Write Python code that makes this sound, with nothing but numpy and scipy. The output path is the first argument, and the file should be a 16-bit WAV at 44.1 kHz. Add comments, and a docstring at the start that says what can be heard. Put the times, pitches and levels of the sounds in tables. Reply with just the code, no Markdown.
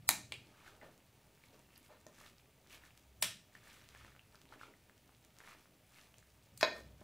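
"""A plastic serving spoon folds a creamy salad in a glass bowl, two steps from a phone in a quiet tiled kitchen.
The dressing squelches, smacks and fizzes with the strokes: swarms of short damped sines mixed with band noise.
The spoon knocks the glass a few times: a click, a noise crack and the damped modes of the bowl.
Behind it a shaped noise hiss, a low sine hum and a noise drone that swell and fade, and thin steady whines."""
import sys
import numpy as np
from scipy import signal
from scipy.fft import rfft, irfft, next_fast_len
from scipy.io import wavfile
from scipy.ndimage import map_coordinates

SR = 44100
rng = np.random.default_rng(int(sys.argv[2]) if len(sys.argv) > 2 else 0)


def master_out(mix):
    """Clip the mix to full scale and print it as 16-bit PCM to the path in sys.argv[1]."""
    frames = np.transpose(np.atleast_2d(mix))
    ceiling = np.clip(frames, -1, 1)
    pcm = np.round(ceiling * 32767).astype(np.int16)
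    wavfile.write(sys.argv[1], SR, pcm)


def undo_db(level):
    """Turn decibels back into plain size, where 20 dB means ten times bigger."""
    steps = np.asarray(level, float) / 20
    return 10 ** steps


N = 310023  # samples

# colours of a blow, by what part of the spoon meets what part of the bowl: f/Hz, level/dB
EDGE = [(60, -19.5), (120, -7.5), (300, -3.5), (500, -17.5), (650, 4), (1000, 4), (1600, -2.5), (2300, 7),
        (3200, -6), (4200, 6.5), (5300, 0), (7000, 5.5), (12400, -1.5), (16500, -9)]
TIP = [(180, -13), (400, -6.5), (900, -5.5), (1700, -5.5), (2300, 10), (2800, 12), (3600, 4), (4400, 6.5),
       (6000, -8), (8000, 1), (11500, -11), (16500, -13)]
RIM = [(90, -46), (150, -15.5), (500, -19.5), (650, -7), (1100, 1.5), (1800, 5), (2600, 9.5), (3800, 8),
       (4500, 2.5), (5600, 6), (6600, -4), (7800, 3.5), (12000, -5.5), (16500, -16)]
FLAT = [(88, -44), (150, -12), (612, 0), (745, 4.5), (998, 8.5), (1140, 9.5), (1830, 5.5), (3620, -8.5),
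        (4410, -4), (5680, -3), (6510, -12), (14800, -32), (16000, -83)]


def unit(x):
    """Brings x to rms 1."""
    return x / np.sqrt(np.mean(x ** 2) + 1e-20)


def along(points, hz):
    """Reads (f/Hz, value) points on a log frequency axis."""
    f, v = np.transpose(points)
    return np.interp(np.log(hz + 1), np.log(f + 1), v)


def wobble(rate):
    """A smooth random curve with rate knots a second, each drawn with deviation 1."""
    return map_coordinates(rng.standard_normal(int(N * rate / SR) + 4), [np.arange(N) * rate / SR])


def coloured(x, spectrum):
    """x through a (f/Hz, level/dB) spectrum, without phase shift."""
    m = next_fast_len(len(x) + 8192)
    gain = undo_db(along(spectrum, np.fft.rfftfreq(m, 1 / SR)))
    return irfft(rfft(x, m) * gain, m)[:len(x)]


def struck(x, spectrum):
    """x through a (f/Hz, level/dB) spectrum at minimum phase: nothing sounds before the blow."""
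    m = 2 * next_fast_len(len(x))
    cepstrum = irfft(np.log(undo_db(along(spectrum, np.fft.rfftfreq(m, 1 / SR)))), m)
    # folding the cepstrum onto positive time makes the filter causal
    cepstrum[1:m // 2] *= 2
    cepstrum[m // 2 + 1:] = 0
    return irfft(rfft(x, m) * np.exp(rfft(cepstrum)), m)[:len(x)]


def band(lo_hz, hi_hz, skirt_db):
    """A flat band falling skirt_db per octave for three octaves on either side."""
    return [(lo_hz / 8, -3 * skirt_db), (lo_hz, 0), (hi_hz, 0), (hi_hz * 8, -3 * skirt_db)]


def blips(s, gain, hz, cycles):
    """Damped sines: tiny cavities in the dressing that open and close."""
    t = np.arange(400) / SR
    hz = np.clip(hz, 100, 16000)[:, None]
    decay = np.exp(-2 * t * hz / np.clip(cycles, .5, 30)[..., None])
    wave = gain[:, None] * np.sin(2 * np.pi * hz * t) * decay
    at = (s * SR).astype(int)[:, None] + np.arange(len(t))
    return np.bincount(at.ravel(), wave.ravel(), N + SR)[:N]


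def grains(count, pitch_hz, spread, cycles, scatter_db):
    """A random swarm of blips, rms 1; pitch_hz is given per sample."""
    u = rng.random(count)
    a, b = rng.standard_normal((2, count))
    pitch = pitch_hz[(u * N).astype(int)] * np.exp(spread * a)
    gain = undo_db(scatter_db * np.clip(b, -2, 2))
    return unit(blips(u * N / SR, gain, pitch, np.array(cycles)))


def smooth(x):
    """From every 64th sample to every sample."""
    return np.interp(np.arange(N), np.arange(0, N, 64), x)


def swells(s, length_s, db):
    """Power over time of each swell, one row each: it rises to its middle and falls away alike."""
    edge_db, roundness = 13, 1.5  # dB lost at the ends of its length; 1 = pointed, 2 = round
    away = np.abs(2 * (np.arange(0, N, 64) / SR - np.c_[s]) / np.c_[length_s])
    return undo_db(np.c_[db] - edge_db * away ** roundness) ** 2


def level(power, rest_db):
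    """Gain of all swells together over a resting level."""
    return smooth(np.sqrt(power.sum(0) + undo_db(rest_db) ** 2))


def kitchen(tail_db):
    """The room's answer: early walls, and a tail in which each frequency dies at its own speed."""
    # decay of the tiled room: f/Hz, t60/s
    decay = [(150, 1), (600, 0.28), (2000, 0.33), (6000, 0.36), (14000, 0.22)]
    # early echoes: t/s, level/dB
    echoes = [(.004, -37), (0.0095, -15.5), (0.0183, -14), (0.018, -16.5)]
    hz, t, z = signal.stft(rng.standard_normal(SR // 2), SR, nperseg=256)
    fall = undo_db(-60 * t / along(decay, hz)[:, None])
    tail = signal.istft(z * fall, SR, nperseg=256)[1]
    tail *= 1 - np.exp(-np.arange(len(tail)) / SR / 0.00057)  # soft onset
    walls = np.zeros(len(tail))
    walls[0] = 1  # the direct sound
    for s, db in echoes:
        walls[round(s * SR)] = undo_db(db)
    return walls, undo_db(tail_db) * tail / np.linalg.norm(tail)


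def heard(x, tail_db):
    """x in the kitchen: direct sound, walls and tail."""
    return signal.fftconvolve(x, sum(kitchen(tail_db)))[:N]


def room_hiss():
    """The room's hiss: shaped noise, its level wavering slightly."""
    # colour of the hiss: f/Hz, relative level/dB per Hz
    air = [(15, -45), (25, -11.5), (64, -4.5), (92, -6), (217, -6.5), (270, -14), (394, -19.5), (796, -19),
           (936, -26.5), (2350, -17.5), (5140, -25), (14800, -28), (16000, -26)]
    return undo_db(-71 + .4 * wobble(4.3)) * unit(coloured(rng.standard_normal(N), air))


def low_hum():
    """A sine that wanders around 63 Hz, swelling and fading over a resting level."""
    # swells of the hum: middle t/s, length/s, level/dB
    hum_swells = [(1.958, 0.18, -72), (2.816, 0.17, -67), (3.11, 0.22, -64.5), (4.048, 0.42, -62.5),
                  (6.36, 0.34, -70.5), (6.91, 0.34, -57.5)]
    gain = level(swells(*np.transpose(hum_swells)), -79) * undo_db(2.5 * wobble(5))
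    return gain * np.sin(2 * np.pi * np.cumsum(63 + 1.5 * wobble(4)) / SR)


def low_drone():
    """A narrow band of noise around 100-120 Hz, swelling over a resting level."""
    # swells of the drone: middle t/s, length/s, level/dB
    drone_swells = [(0.03, 0.75, -60), (0.35, .25, -63), (2.719, 0.13, -69), (2.94, 0.18, -70.5),
                    (3.27, 0.21, -61.5), (4.05, 0.88, -71), (6.6, 0.21, -58), (6.9, 0.33, -62)]
    noise = unit(coloured(rng.standard_normal(N), band(100, 120, 20)))
    return level(swells(*np.transpose(drone_swells)), -75.5) * noise


def thin_whines():
    """Steady sines in the hiss, each faded in and out over 20 ms."""
    # whines: start t/s, end t/s, f/Hz, level/dB
    tones = [(0.57, 7.1, 15000, -84), (1.5, 2.25, 2713, -86)]
    t, out = np.arange(N) / SR, np.zeros(N)
    for start, end, hz, db in tones:
        fade = np.clip(np.minimum(t - start, end - t) * 50, 0, 1)
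        out += undo_db(db) * fade * np.sin(2 * np.pi * hz * t)
    return out


def bowl_ring(ring_db, t):
    """The glass rings in damped modes; each blow excites them a little differently."""
    # modes of the bowl, damped by its filling: f/Hz, level/dB, t60/s
    modes = [(630, 8, 0.022), (886.4, -2.5, 0.022), (1027, -9.5, 0.069), (1550, -6.5, 0.014),
             (1832, 0, 0.089), (2280, -9, 0.013), (2515, 3, 0.019), (2860, -6, 0.027), (3446, 7, 0.016),
             (3890, -3, 0.049), (4064, 7.5, 0.016), (4367, -2, 0.047), (4770, -0.5, 0.033),
             (5270, -5, 0.04), (5610, -26.5, .04), (6560, 0.5, 0.04), (7600, -2, 0.022),
             (11100, -1.5, 0.04), (12680, 4.5, 0.032)]
    return sum(undo_db(ring_db + db + rng.normal(0, 2.7) - 60 * t / t60) * np.sin(2 * np.pi * hz * t)
               for hz, db, t60 in modes)


def contact_crack(crack_s, t):
    """Spoon on glass: a one-sample click and a short burst of dying noise."""
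    crack = rng.standard_normal(len(t)) * undo_db(-60 * t / crack_s) * (1 - np.exp(-t / crack_s / 0.09))
    return 0.002 / crack_s * (t == 0) + crack / np.linalg.norm(crack)


def knocks():
    """Each blow is a crack and the bowl's modes, in its own colour, with its own room tail."""
    # spoon against glass: t/s, level/dB, ring level/dB, tilt/dB per octave, crack t60/s, colour
    blows = [(0.0903, -7, -50, 2.5, 0.0015, EDGE), (0.0911, -2.5, -38.5, -1, 0.008, EDGE),
             (0.3212, -15, -42, -2, .01, TIP), (0.813, -42.5, -22.5, -5.5, 0.14, FLAT),
             (1.89, -45, -21.5, -5, 0.21, FLAT), (2.066, -47.5, -25, -8, 0.011, FLAT),
             (3.2237, -9.5, -58, 4.5, 0.02, RIM), (3.2259, -8.5, -36, -3, 0.0061, RIM),
             (3.243, -41, -35, -11, 0.016, RIM), (4.518, -45, -28, -3, 0.12, FLAT),
             (5.549, -60, -22, -7.5, .015, FLAT), (6.575, -37, -51, 4.5, 0.013, EDGE),
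             (6.599, -45, -49, 5, .012, TIP), (6.6102, -13, -36.5, 6, 0.012, FLAT),
             (6.6295, -9.5, -19.5, 1, 0.025, FLAT), (6.745, -33.5, -25.5, -2.5, 0.11, FLAT),
             (7.014, -52, -28, -12, 0.034, FLAT)]
    out, t = np.zeros(N + SR), np.arange(SR // 4) / SR
    for s, db, ring_db, tilt_db, crack_s, colour in blows:
        shade = [(hz, part_db + db + tilt_db * np.log2(hz / 2000)) for hz, part_db in colour]
        ring = bowl_ring(ring_db, t)
        crack = contact_crack(crack_s, t)
        cushioned = crack_s > .08
        if cushioned:  # food cushions the contact: the bowl is rubbed into ringing
            ring = signal.fftconvolve(ring, crack)[:len(t)]
        walls, tail = kitchen(tail_db=-4)
        # a short blow feeds the tail a one-sample click plus the ring; a cushioned one its slow crack
        into_tail = (crack if cushioned else t == 0) + ring
        blow = signal.fftconvolve(crack + ring, walls) + signal.fftconvolve(into_tail, tail)
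        out[round(s * SR):][:len(blow)] += struck(blow, shade)
    return out[:N]


def crackle():
    """Sparse fine blips as the dressing settles, and sparser faint smacks."""
    settling = grains(count=160, pitch_hz=np.full(N, 7500.), spread=0.34, cycles=0.86, scatter_db=8)
    faint = grains(count=40, pitch_hz=np.full(N, 2100.), spread=0.35, cycles=1.4, scatter_db=6.5)
    return undo_db(-87.5) * settling + undo_db(-89.5) * faint


def smacks():
    """Single wet smacks as food lets go of the spoon: a damped sine opened by a thin tick."""
    # smacks: t/s, starting level/dB, f/Hz, life/cycles (below 0.5 counts as 0.5)
    releases = [(0.6468, -51, 1370, 3), (0.8142, -48, 1990, 10), (1.0036, -55, 2700, 3.1),
                (1.4381, -50.5, 2250, 7.3), (1.4854, -53, 4050, 3.4), (1.7054, -57, 2680, 5.5),
                (1.7604, -47.5, 4830, 6.2), (1.7783, -41, 11500, 6.9), (2.0671, -40.5, 6300, 3.3),
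                (2.2117, -48, 1120, 2.5), (2.2632, -47, 3740, 5.5), (2.383, -46.5, 4930, 2),
                (2.7094, -48, 2870, 1.9), (2.837, -49, 1800, 7.4), (2.907, -49.5, 2670, 3.3),
                (2.9766, -37, 7100, 0.54), (3.552, -43.5, 1824, 7.8), (3.8893, -35, 4530, 0.62),
                (3.9497, -37.5, 2060, 1.3), (4.0485, -39.5, 1500, 0.94), (4.164, -42.5, 1900, 1),
                (4.1941, -44.5, 2770, 5), (4.347, -49, 1380, 3.4), (4.356, -43, 4830, 2),
                (4.4165, -37, 4000, 0.42), (4.4903, -51, 3870, 4.2), (4.5245, -47, 1380, 6.5),
                (4.539, -44, 1920, 1.5), (4.455, -46, 2500, 1.4), (4.613, -40.5, 1450, 4.3),
                (4.633, -41, 1350, 7.5), (4.7386, -52, 1985, 5.6), (4.8967, -46.5, 1760, 2.1),
                (5.093, -47, 1280, 0.91), (5.249, -39, 7290, 0.42), (5.3868, -36, 6500, 0.86),
                (5.4039, -42, 1680, 2.5), (5.4763, -45, 2160, 5.6), (5.4858, -46, 1410, 2.5),
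                (5.5292, -50, 1210, 6.5), (5.657, -49.5, 1470, 1.5), (5.9875, -48, 1740, 1.6),
                (6.142, -45.5, 2860, 2), (6.1836, -42, 7220, 2.4), (6.227, -51.5, 1700, 2.8)]
    s, db, hz, cycles = np.transpose(releases)
    ticks = blips(s, undo_db(db - 8), np.full(len(s), 7000.), np.array(.8))
    return blips(s, undo_db(db), hz, cycles) + ticks


def presses():
    """The spoon presses the mass against the bowl: a dull push of low grains and noise."""
    # presses: middle t/s, level/dB before the wobble
    pushes = [(0.449, -72), (0.84, -65), (1.54, -70), (1.91, -75), (2.27, -71.5), (2.752, -72),
              (4.05, -74.5), (4.54, -69), (4.67, -68.5), (5.45, -70.5), (6.91, -71)]
    s, db = np.transpose(pushes)
    push = grains(count=900, pitch_hz=np.full(N, 520.), spread=0.44, cycles=4.4, scatter_db=1)
    push = unit(push + 0.95 * unit(coloured(rng.standard_normal(N), band(250, 900, 12))))
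    gain = level(swells(s, np.full(len(s), 0.19), db), -76)  # each lasts 0.19 s
    return gain * undo_db(1.5 * wobble(22)) * push


def strokes():
    """The spoon folds the salad: squelching grains around a moving pitch, and fine fizz."""
    # strokes: middle t/s, length/s, squelch level/dB before clumping, squelch f/Hz, fizz level/dB over it
    folds = [(0.643, 0.27, -64, 1550, -17), (0.746, 0.082, -82, 1430, 0), (0.85, 0.11, -66, 2070, -30),
             (0.939, 0.064, -78, 1700, 3), (1.446, 0.11, -75, 2230, -4), (1.547, 0.078, -80, 1360, 1),
             (1.76, 0.19, -73, 2680, -5), (1.853, 0.071, -77, 1980, 6), (1.93, .1, -69.5, 1036, -19),
             (2.08, 0.052, -72, 1450, 4.5), (2.232, 0.2, -64, 1720, -3.5), (2.585, 0.054, -78, 2430, 1),
             (2.733, .14, -63.5, 2570, -3.5), (2.847, 0.15, -64, 1740, -3.5), (2.97, .08, -79, 1970, 1),
             (3.597, 0.22, -68.5, 2105, -6), (3.753, 0.23, -63, 2000, -4.5), (3.99, 0.36, -65, 1830, -11.5),
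             (4.08, 0.31, -70.5, 1620, -19), (4.339, 0.082, -73, 1560, -4), (4.398, 0.089, -77, 2000, 1),
             (4.534, 0.06, -63, 1320, -20), (4.631, .08, -57, 2300, -15), (4.687, .12, -71, 1520, -5),
             (5.483, 0.2, -61, 1700, -7.5), (5.977, 0.18, -67, 2036, -1), (6.186, 0.084, -77, 2140, 5),
             (6.237, .06, -93, 1730, 6), (6.557, 0.12, -86, 1700, -1), (6.785, .1, -64, 1463, 1),
             (7.02, 0.16, -75, 1730, -12)]
    creep_db, creep_hz, creep_fizz_db = -86, 1800, -80  # the salad keeps sliding between strokes
    s, length_s, db, hz, fizz_db = np.transpose(folds)
    power, creep = swells(s, length_s, db), undo_db(creep_db) ** 2
    # the loudest stroke sets the pitch
    pitch_hz = smooth((hz @ power + creep_hz * creep) / (power.sum(0) + creep))
    squelch = grains(count=5000, pitch_hz=pitch_hz, spread=.3, cycles=5, scatter_db=5.5)
    squelch = unit(squelch + 0.75 * unit(coloured(rng.standard_normal(N), band(1000, 3500, 9))))
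    fizz = grains(count=5000, pitch_hz=np.full(N, 7000.), spread=.45, cycles=1.5, scatter_db=8)
    fizz = unit(fizz + 0.59 * unit(coloured(rng.standard_normal(N), band(7300, 10000, 4.4))))
    squelch_gain = level(power, creep_db)
    fizz_gain = level(swells(s, length_s, db + fizz_db), creep_fizz_db)
    clumps = undo_db(2 * wobble(25))  # the dressing tears in clumps
    return clumps * (squelch_gain * squelch + fizz_gain * fizz)


def scene():
    """Room, bowl and salad; one microphone feeds both channels."""
    room = room_hiss() + low_hum() + low_drone() + thin_whines()
    salad = heard(strokes() + presses(), tail_db=-8) + heard(smacks() + crackle(), tail_db=-9)
    return np.tile(room + knocks() + salad, (2, 1))


def low_pass(x):
    """Removes everything above the highest recorded frequency."""
    return signal.sosfilt(signal.butter(12, 16810, fs=SR, output="sos"), x)


def record(dry):
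    """Cuts the top steeply and adds flickering treble patches of random phase to the side signal."""
    # overall response, flat to 15.65 kHz, then a steep cut: f/Hz, level/dB
    top_cut = [(25, -2), (50, 0), (15650, 0), (15850, -22), (16700, -26), (16900, -70)]
    # share of treble patches that sound in the side signal: f/Hz, share 0-1
    flicker = [(4000, 0), (4400, 0.2), (8000, 0.2), (11500, .55), (15000, 0.3)]
    mid = coloured(dry[0], top_cut)
    hz, t, z = signal.stft(mid, SR, nperseg=2048)
    # one draw per patch, 700 Hz high and two frames long
    patch = rng.random((40, len(t) // 2 + 1))[(hz // 700).astype(int)][:, np.arange(len(t)) // 2]
    chosen = patch < along(flicker, hz)[:, None]
    z = z * chosen * np.exp(2j * np.pi * rng.random(z.shape))  # random phases
    side = undo_db(-9) * signal.istft(z, SR, nperseg=2048)[1][:N]
    return low_pass(np.array([mid + side, mid - side]))


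dry = scene()
out = record(dry)
master_out(out)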